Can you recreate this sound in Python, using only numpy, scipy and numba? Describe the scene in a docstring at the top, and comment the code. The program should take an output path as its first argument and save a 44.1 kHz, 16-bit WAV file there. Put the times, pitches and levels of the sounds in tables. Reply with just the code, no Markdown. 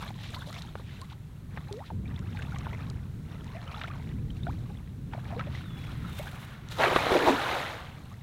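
"""At a shallow pond, someone wades, swings a cast net and throws it; wind rumbles on the microphone.
Each stride stirs up droplets and air bubbles, which ring briefly like tiny bells.
The net swishes out, its lead weights pelt the water, and air pockets gulp shut behind them.
Then the spray falls back in a fading fizz."""
import sys
import numpy as np
from scipy import signal
from scipy.fft import rfft, irfft
from scipy.io import wavfile
from scipy.ndimage import uniform_filter1d
from numba import njit

SR = 44100
rng = np.random.default_rng(int(sys.argv[2]) if len(sys.argv) > 2 else 0)


def bounce(signal):
    """Save signal as a 16-bit WAV file at the path given by the first command-line argument."""
    frames = np.transpose(np.atleast_2d(signal))
    limited = np.clip(frames, -1, 1)
    pcm = np.round(limited * 32767).astype(np.int16)
    wavfile.write(sys.argv[1], SR, pcm)


N = 362534
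TIME = np.arange(N) / SR

# Tone colours of the sounds and the microphone. Each row: frequency in Hz, relative level in dB.
WIND_TONE = [(15, -23), (25, -14.5), (60, -3.5), (90, -0.5), (140, -0.5), (200, -8.5), (320, -20),
             (480, -29), (800, -53.5), (2000, -70)]
AIR_TONE = [(100, 10.5), (500, -1.5), (1400, -3), (3000, -10.5), (5500, -6), (9000, -7.5), (15500, -10.5)]
SLOSH_TONE = [(150, -24), (350, -3), (700, 2.5), (1300, 0), (2200, -3), (3900, -10.5), (5500, -2.5),
              (8000, -22), (15500, -35)]
SPRAY_TONE = [(1500, -35), (3500, -1.5), (5000, -2.5), (6800, -4), (8000, -8), (12000, -9.5),
              (15500, -14.5)]
WHOOSH_TONE = [(200, -17), (520, -4), (900, -3), (1450, 2), (2400, -5.5), (3900, -9), (6000, -14),
               (15500, -48)]
CHURN_TONE = [(130, -30), (240, -5.5), (400, -6), (750, -1), (1200, -1.5), (1600, -4), (2300, -6.5),
              (3800, -14), (5500, -15.5), (8000, -28), (15500, -55)]
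MICROPHONE_TONE = [(3900, 3), (4800, -6.5)]
# Wind on the microphone. Each row: time in seconds, relative level in dB.
GUSTS = [(0.0, -41), (0.38, -41.5), (1.34, -44), (1.6, -39.5), (1.9, -48), (1.92, -33), (2.06, -35.5),
         (2.68, -36), (3.8, -42), (4.2, -32), (4.34, -36.0), (4.48, -32.5), (4.84, -41), (5.5, -35),
         (5.66, -39.5), (6.02, -35.5), (6.6, -46), (6.68, -41), (7.14, -40), (7.2, -44.0), (8.22, -45)]
# A leg pushes through the water. Each row: peak time in seconds, slosh level and spray level in dB,
# build-up and settling times in seconds.
LEG_PUSHES = [(.03, -45, -47, 0.053, 0.082), (.35, -47.5, -47.5, 0.15, 0.22), (.55, -46.5, -46, 0.14, 0.14),
              (.8, -53.5, -54, 0.048, 0.045), (1.0, -54, -55, 0.087, 0.087),
              (1.56, -51.5, -59, 0.046, 0.082), (1.72, -53.5, -58.5, 0.099, .17),
              (2.14, -52, -73, 0.083, 0.39), (2.4, -49, -53.5, 0.088, 0.17), (2.66, -46, -58, 0.26, 0.32),
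              (3.32, -52.5, -65, 0.069, 0.28), (3.56, -49, -65, 0.083, 0.06), (3.79, -43.5, -55, 0.2, 0.16),
              (4.0, -52.5, -60, 0.052, 0.18), (4.51, -56, -56.5, 0.23, 0.15), (4.68, -54.5, -77, 0.08, .15),
              (5.135, -49.5, -66, 0.016, 0.058), (5.39, -45, -60, 0.18, 0.074),
              (5.56, -45.5, -55, 0.084, 0.063), (5.82, -49, -53, 0.047, 0.16), (6.21, -46, -64, 0.078, 0.3),
              (8.02, -57, -58, .1, 0.23)]
# Water slides off the legs. Each row: peak time in seconds, level in dB, spread in seconds, pitch in Hz.
RUNOFF = [(.02, -45.5, 0.016, 3000), (.245, -48, 0.063, 3400), (.56, -55.5, 0.11, 3330),
          (.92, -52.5, 0.051, 3000), (1.115, -51, 0.015, 3380), (1.87, -51, 0.019, 3100),
          (5.29, -55, 0.02, 2580), (5.575, -50.5, 0.045, 3300)]
# Single air bubbles. Each row: start in seconds, pitch in Hz, level in dB, life in seconds,
# last pitch divided by first pitch.
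BIG_BUBBLES = [(.105, 790, -33.5, 0.0096, 1.15), (.346, 3950, -27.5, 0.0063, 1.6),
               (.364, 990, -37.5, 0.03, 1.4), (1.018, 1040, -36.5, 0.023, 1.25),
               (1.119, 847, -43, 0.021, 3.1), (1.689, 830, -40, 0.029, 1.15), (1.711, 399, -35, .15, 5.1),
               (1.805, 804, -37, 0.026, 2.3), (1.903, 940, -32, .018, 0.39), (2.056, 2320, -45, 0.013, 1.2),
               (2.161, 3370, -38.5, 0.006, 1.5), (2.39, 1480, -34.5, 0.014, 2.5),
               (2.521, 1390, -36, .015, 1.4), (2.562, 1140, -34, .0082, 0.89),
               (2.668, 960, -26, 0.0055, 0.84), (3.55, 652, -38.5, 0.047, 1.6),
               (3.743, 1190, -35.5, 0.011, 1.4), (3.842, 1330, -30, .018, 1.9),
               (3.902, 1170, -36.5, 0.028, 2.7), (4.304, 3110, -37, 0.0045, 1.05),
               (4.433, 3600, -37, 0.0057, 1.1), (4.468, 1430, -31, 0.0079, 1.15),
               (4.469, 676, -31.5, 0.048, 3.5), (4.701, 820, -44, .024, 1), (5.135, 890, -32, 0.0083, .89),
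               (5.149, 650, -31.5, 0.0087, 2.2), (5.177, 637, -33.5, 0.014, 2.4),
               (5.305, 770, -38, 0.014, 1.2), (5.326, 675, -33, 0.029, 1.25), (5.365, 464, -32, .046, 1.85),
               (5.396, 1270, -28.5, 0.024, 1.5), (5.47, 567, -36.5, 0.024, 1.4),
               (6.048, 1310, -33.5, 0.0099, 1.1), (6.196, 576, -32, 0.0255, 1.73),
               (6.272, 1470, -35, .0092, 1.2), (6.962, 390, -11, 0.0089, 1.9), (7.118, 378, -17, 0.03, .97),
               (7.275, 355, -17, 0.049, .95), (7.297, 259.6, -18.5, 0.068, 1.3),
               (8.116, 1160, -44, 0.022, 0.97)]
# Water slaps shut. Each row: start in seconds, level in dB, pitch in Hz, fade time in seconds.
WATER_SLAPS = [(.036, -34.5, 1510, 0.063), (.106, -38, 1400, .015), (.345, -30, 3000, 0.037),
               (.754, -21.5, 764, 0.016), (.797, -33.5, 516, 0.039), (1.574, -24.5, 1030, 0.028),
               (2.371, -30, 2000, .023), (2.421, -30.5, 2020, 0.033), (3.814, -24.5, 1880, 0.034),
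               (3.836, -28, 2400, 0.024), (5.134, -27.5, 1300, 0.032), (5.394, -25, 1610, 0.028),
               (5.409, -23, 1500, 0.014), (6.72, -31, 3000, .036), (6.815, -16, 1110, .025),
               (6.835, -11, 1090, 0.037), (6.961, -6.5, 1100, .034), (7.066, -13, 434, 0.032),
               (7.141, -13, 900, .01), (7.157, -14, 600, .032), (7.286, -8, 900, .012)]
# Small drops hit the surface. Each row: start in seconds, relative level in dB.
DROP_TICKS = [(.5278, -26.5), (.621, -27), (1.015, -28), (1.7265, -25), (2.1914, -35), (2.5858, -28.5),
              (2.9, -25.5), (3.4435, -35.5), (6.687, -30)]
# The net rushes through the air. Each row: time in seconds, relative whoosh and hiss levels in dB.
NET_SWISH = [(5.4, -52, -78), (5.6, -57.5, -72), (5.95, -52.5, -68), (6.1, -47, -62), (6.19, -58, -56),
             (6.4, -51.5, -61.5), (6.52, -48.5, -65.5), (6.63, -56.5, -84), (6.78, -43, -78)]
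# Thin whistles during the swing. Each row: start and length in seconds, first and final pitch in Hz,
# level in dB.
SWING_WHISTLES = [(5.603, 0.31, 4650, 3370, -54.5), (6.047, 0.21, 4050, 3560, -54)]
# Groups of weights sink. Each row: peak time in seconds, level in dB, spread in seconds, pitch in Hz.
WEIGHT_PLUNGES = [(6.805, -23.5, 0.0082, 625), (6.846, -20, 0.0058, 700), (6.878, -23.5, 0.007, 390),
                  (6.925, -24.5, 0.0092, 480), (7.122, -24, 0.022, 600), (7.16, -18.5, 0.013, 415),
                  (7.235, -26, 0.036, 380), (7.284, -17.5, 0.014, 810), (7.305, -26, 0.031, 338),
                  (7.545, -33, 0.034, 575)]
# Parts of the weighted rim hit the water. Each row: peak time in seconds, churn level and spray level
# in dB, build-up and settling times in seconds.
RIM_SPLASHES = [(6.72, -45.5, -37.5, 0.014, 0.025), (6.838, -23, -35.5, 0.039, 0.056),
                (6.965, -27, -36, .012, 0.028), (7.125, -32.5, -37, 0.036, 0.13),
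                (7.29, -32, -33, 0.045, 0.035)]
# The thrown-up water falls back. One row, laid out like a rim splash.
FALLING_WATER = (7.5, -30.5, -38.5, 0.1361, .27)

TOP_HZ = 15800  # the recorder cuts off above this
SURGE_CURVE = 1.56  # shape of a fade: 1 is a straight line in dB, 2 is a bell


def undb(db):
    """Turn decibels into a number to multiply a sound by."""
    return 10 ** (np.asarray(db) / 20)


def unit(x):
    """Scale a sound to an average (rms) level of 1."""
    return x / np.sqrt(np.mean(x ** 2))


def envelope(rows, column=1):
    """Join a table's dB points into a volume curve, silent before and after them."""
    rows = np.array(rows)
    inside = (TIME >= rows[0, 0]) & (TIME <= rows[-1, 0])
    return undb(np.interp(TIME, rows[:, 0], rows[:, column])) * inside


def shape(x, tone):
    """Turn each frequency up or down as a tone table says."""
    hz, db = np.transpose(tone)
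    all_hz = np.arange(N // 2 + 1) * SR / N
    log_gain = np.log(undb(np.interp(np.log(all_hz + 1), np.log(hz), db)))
    # keeping only the first half makes the filter ring after a sound, never before it
    cepstrum = irfft(log_gain, N) * 2 * (np.arange(N) < N // 2)
    return irfft(rfft(x) * np.exp(rfft(cepstrum)), N)


def colour(x, tone):
    """Give a sound a tone colour, at an average level of 1."""
    return unit(shape(x, tone))


def noise():
    """White noise: a plain, even hiss."""
    return rng.standard_normal(N)


def walk(rate):
    """A random curve, about 1 in size, that turns `rate` times a second."""
    size = max(int(SR / rate), 1)
    steps = np.repeat(rng.standard_normal(N // size + 1), size)
    return unit(uniform_filter1d(steps, size)[:N])


def even(x, seconds):
    """Even out level changes slower than the given time, keeping the finer grain."""
    power = np.abs(uniform_filter1d(x ** 2, int(seconds * SR) + 1))
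    return x / np.sqrt(power + 1e-9)


def band(x, hz, ratio, order=2):
    """Keep the frequencies from hz / ratio to hz * ratio."""
    edges = [hz / ratio, min(hz * ratio, TOP_HZ)]
    return signal.sosfilt(signal.butter(order, edges, "band", fs=SR, output="sos"), x)


def add(out, s, sound):
    """Mix in a short sound, starting at s seconds."""
    start = max(int(s * SR), 0)
    out[start:start + len(sound)] += sound[:max(N - start, 0)]


def surge(s, build_s, settle_s, hold_s=0):
    """A volume curve that peaks at time s, holds and fades; build_s and settle_s span the top 10 dB."""
    away = np.maximum((s - TIME) / build_s, (TIME - s - hold_s) / settle_s)
    return undb(-10 * np.clip(away, 0, 20) ** SURGE_CURVE)


def surges(rows):
    """Two volume curves, for water and for spray; overlapping surges add their power."""
    power = sum(np.outer(undb([water_db, spray_db]), surge(s, build_s, settle_s)) ** 2
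                for s, water_db, spray_db, build_s, settle_s in rows)
    return np.sqrt(power)


def swells(rows, ratio, order):
    """Rushes of water, each a band of noise that swells and fades."""
    out = np.zeros(N)
    for s, db, spread, hz in rows:
        rush = even(band(rng.standard_normal(SR // 2), hz, ratio, order), 0.015)
        t = TIME[:len(rush)]
        bell = np.exp(-.5 * ((t - t.mean()) / spread) ** 2)
        add(out, s - t.mean(), undb(db) * rush * bell)
    return out


def burst(hz, ratio, fade_s):
    """A sharp splat of noise that falls 60 dB in fade_s seconds."""
    t = TIME[:SR // 10]
    splat = even(band(rng.standard_normal(2 * len(t)), hz, ratio), .004)[len(t):]
    onset = 1 - np.exp(-t / 0.00025)
    return 0.57 * splat * onset * np.exp(-np.log(1000) * t / fade_s)


@njit
def bubbles(start, hz, size, life, glide, damping):
    """Each bubble rings and dies away, its pitch sliding to hz * glide as it nears the surface."""
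    out = np.zeros(N)
    for k in range(len(start)):
        first, length, phase = int(start[k] * SR), life[k] * SR, 0.
        for i in range(min(int(length), N - first)):
            age = i / length
            phase += 2 * np.pi * hz[k] / SR * glide[k] ** (age ** 2.5)
            out[first + i] += size[k] * np.exp(-damping * age) * (1 - age ** 4) * np.sin(phase)
    return out


def swarm(rate, low_hz, high_hz, cycles, scatter_db):
    """Random bubbles, `rate` a second, each ringing for roughly `cycles` vibrations."""
    when, pitch, strength, ring, climb = rng.random((int(rate * N / SR), 5)).T
    hz = low_hz * (high_hz / low_hz) ** pitch
    size = hz / high_hz * undb(-scatter_db * np.log(1 - .99 * strength))
    life = cycles * 2 ** (2 * ring - 1) / hz
    return unit(bubbles(when * N / SR, hz, size, life, glide=1 + climb / 2, damping=1.96))


def wind():
    """Swirls of air buffet the microphone above a faint outdoor hiss."""
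    rumble = even(colour(noise(), WIND_TONE), .08) * envelope(GUSTS) * undb(2.0 + 0.54 * walk(12))
    hiss = colour(noise(), AIR_TONE) * undb(-54 + .5 * walk(5.2))
    return rumble + hiss


def drips():
    """Stray drips plip back into the pond, thinning to silence after the strides."""
    plips = swarm(rate=45, low_hz=700, high_hz=4200, cycles=12, scatter_db=2.0)
    trails = [undb(db) * surge(s, build_s, settle_s=0.32) for s, db, _, build_s, _ in LEG_PUSHES]
    return undb(-9) * np.max(trails, axis=0) * colour(plips, SLOSH_TONE)


def washes():
    """Thin sheets of water run off the legs with a bright swish."""
    return swells(RUNOFF, ratio=1.6, order=2) * undb(2 * walk(300))


def wading():
    """Legs push through the water, stirring up ringing bubbles, crackling droplets and spray."""
    ringing = swarm(rate=460, low_hz=380, high_hz=4200, cycles=13, scatter_db=3.4)
    crackle = swarm(rate=450, low_hz=510, high_hz=7100, cycles=3.7, scatter_db=1.0)
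    water = ringing + undb(-4) * crackle + undb(-6) * noise()
    spurts = undb(2.0 * walk(90))  # the water breaks in quick little spurts
    slosh = even(colour(water, SLOSH_TONE) * spurts, 0.085)
    droplets = swarm(rate=610, low_hz=3020, high_hz=13900, cycles=18, scatter_db=3.5)
    spray = even(colour(droplets + noise(), SPRAY_TONE) * spurts, 0.14)
    slosh_volume, spray_volume = surges(LEG_PUSHES)
    lapping = undb(1.6 * walk(28))
    return (slosh * slosh_volume + spray * spray_volume) * lapping


def plops():
    """Larger pockets of air pinch off with a wet click and ring out, wobbling as they rise."""
    s, hz, db, life, glide = np.array(BIG_BUBBLES).T.copy()
    wobble = undb(1.6 * walk(400))
    out = bubbles(s, hz, undb(db), life, glide, damping=1.08) * wobble
    for start, pitch, level_db in zip(s, hz, db):
        click = burst(1.2 * pitch, ratio=1.6, fade_s=.018)
        add(out, start, undb(level_db - 8.0) * click)
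    return out


def slaps():
    """Water claps against legs and net, and flung drops tick back onto the surface."""
    out = np.zeros(N)
    for s, db, hz, fade_s in WATER_SLAPS:
        add(out, s, undb(db) * burst(hz, ratio=1.66, fade_s=fade_s))
    for s, db in DROP_TICKS:
        add(out, s, undb(db + 4.5) * burst(5330, ratio=1.42, fade_s=0.0089))
    return out


def whistles():
    """During the swing, thin whistles swell and fade while their unsteady pitch sinks."""
    out = np.zeros(N)
    glide_s = 0.041
    for s, length, first_hz, final_hz, db in SWING_WHISTLES:
        t = TIME[:int(length * SR)]
        pitch = final_hz + (first_hz - final_hz) * np.exp(-t / glide_s)
        pitch *= 1 + .008 * walk(400)[:len(t)]
        volume = undb(db) * np.sqrt(np.sin(np.pi * t / length))
        add(out, s, volume * np.sin(2 * np.pi * np.cumsum(pitch) / SR))
    return out * undb(2.3 * walk(80))


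def throw():
    """The net whooshes and hisses as it rushes through the air and opens."""
    flutter = undb(1.3 * walk(70))
    whoosh = colour(noise(), WHOOSH_TONE) * envelope(NET_SWISH)
    hiss = unit(band(noise(), 8500, ratio=7.0, order=1)) * undb(11.0 + 2.2 * walk(150))
    return (whoosh + hiss * envelope(NET_SWISH, column=2)) * flutter


def plunges():
    """Lead weights drag air under, and the pockets collapse with low gulps."""
    return swells(WEIGHT_PLUNGES, ratio=1.43, order=3)


def landing():
    """Weights and mesh tear the surface into short-lived bubbles and a fine spray, which falls back."""
    impacts = swarm(rate=1400, low_hz=220, high_hz=6000, cycles=2.8, scatter_db=-1.0)
    foam = swarm(rate=1200, low_hz=283.2, high_hz=5110, cycles=15.2, scatter_db=1.0)
    churn = even(colour(impacts + foam + noise() / 2, CHURN_TONE), 0.032)
    drops = swarm(rate=3500, low_hz=2930, high_hz=14900, cycles=4.9, scatter_db=3.0)
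    spray = colour(drops + noise(), SPRAY_TONE)
    # the level holds while the mesh lands, from its near edge to its far edge
    land_s, hold_s, settle_s = 6.805, 0.51, 0.26
    mesh_churn = undb(-28) * surge(land_s, build_s=0.023, settle_s=settle_s, hold_s=hold_s)
    mesh_spray = undb(-37) * surge(land_s, build_s=.06, settle_s=settle_s, hold_s=hold_s)
    splash_churn, splash_spray = surges(RIM_SPLASHES + [FALLING_WATER])
    return churn * np.hypot(mesh_churn, splash_churn) + spray * np.hypot(mesh_spray, splash_spray)


def scene():
    """Open water gives no echo, so the sounds simply add up in one channel."""
    pond = wind() + wading() + washes() + drips() + plops() + slaps()
    net = throw() + whistles() + landing() + plunges()
    return (pond + net)[None]


def record(dry):
    """The microphone dulls the treble, and the recorder cuts off the very top."""
    top_cut = signal.ellip(10, .2, 80, TOP_HZ, fs=SR, output="sos")
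    return signal.sosfilt(top_cut, shape(dry, MICROPHONE_TONE))


dry = scene()
out = record(dry)
bounce(out)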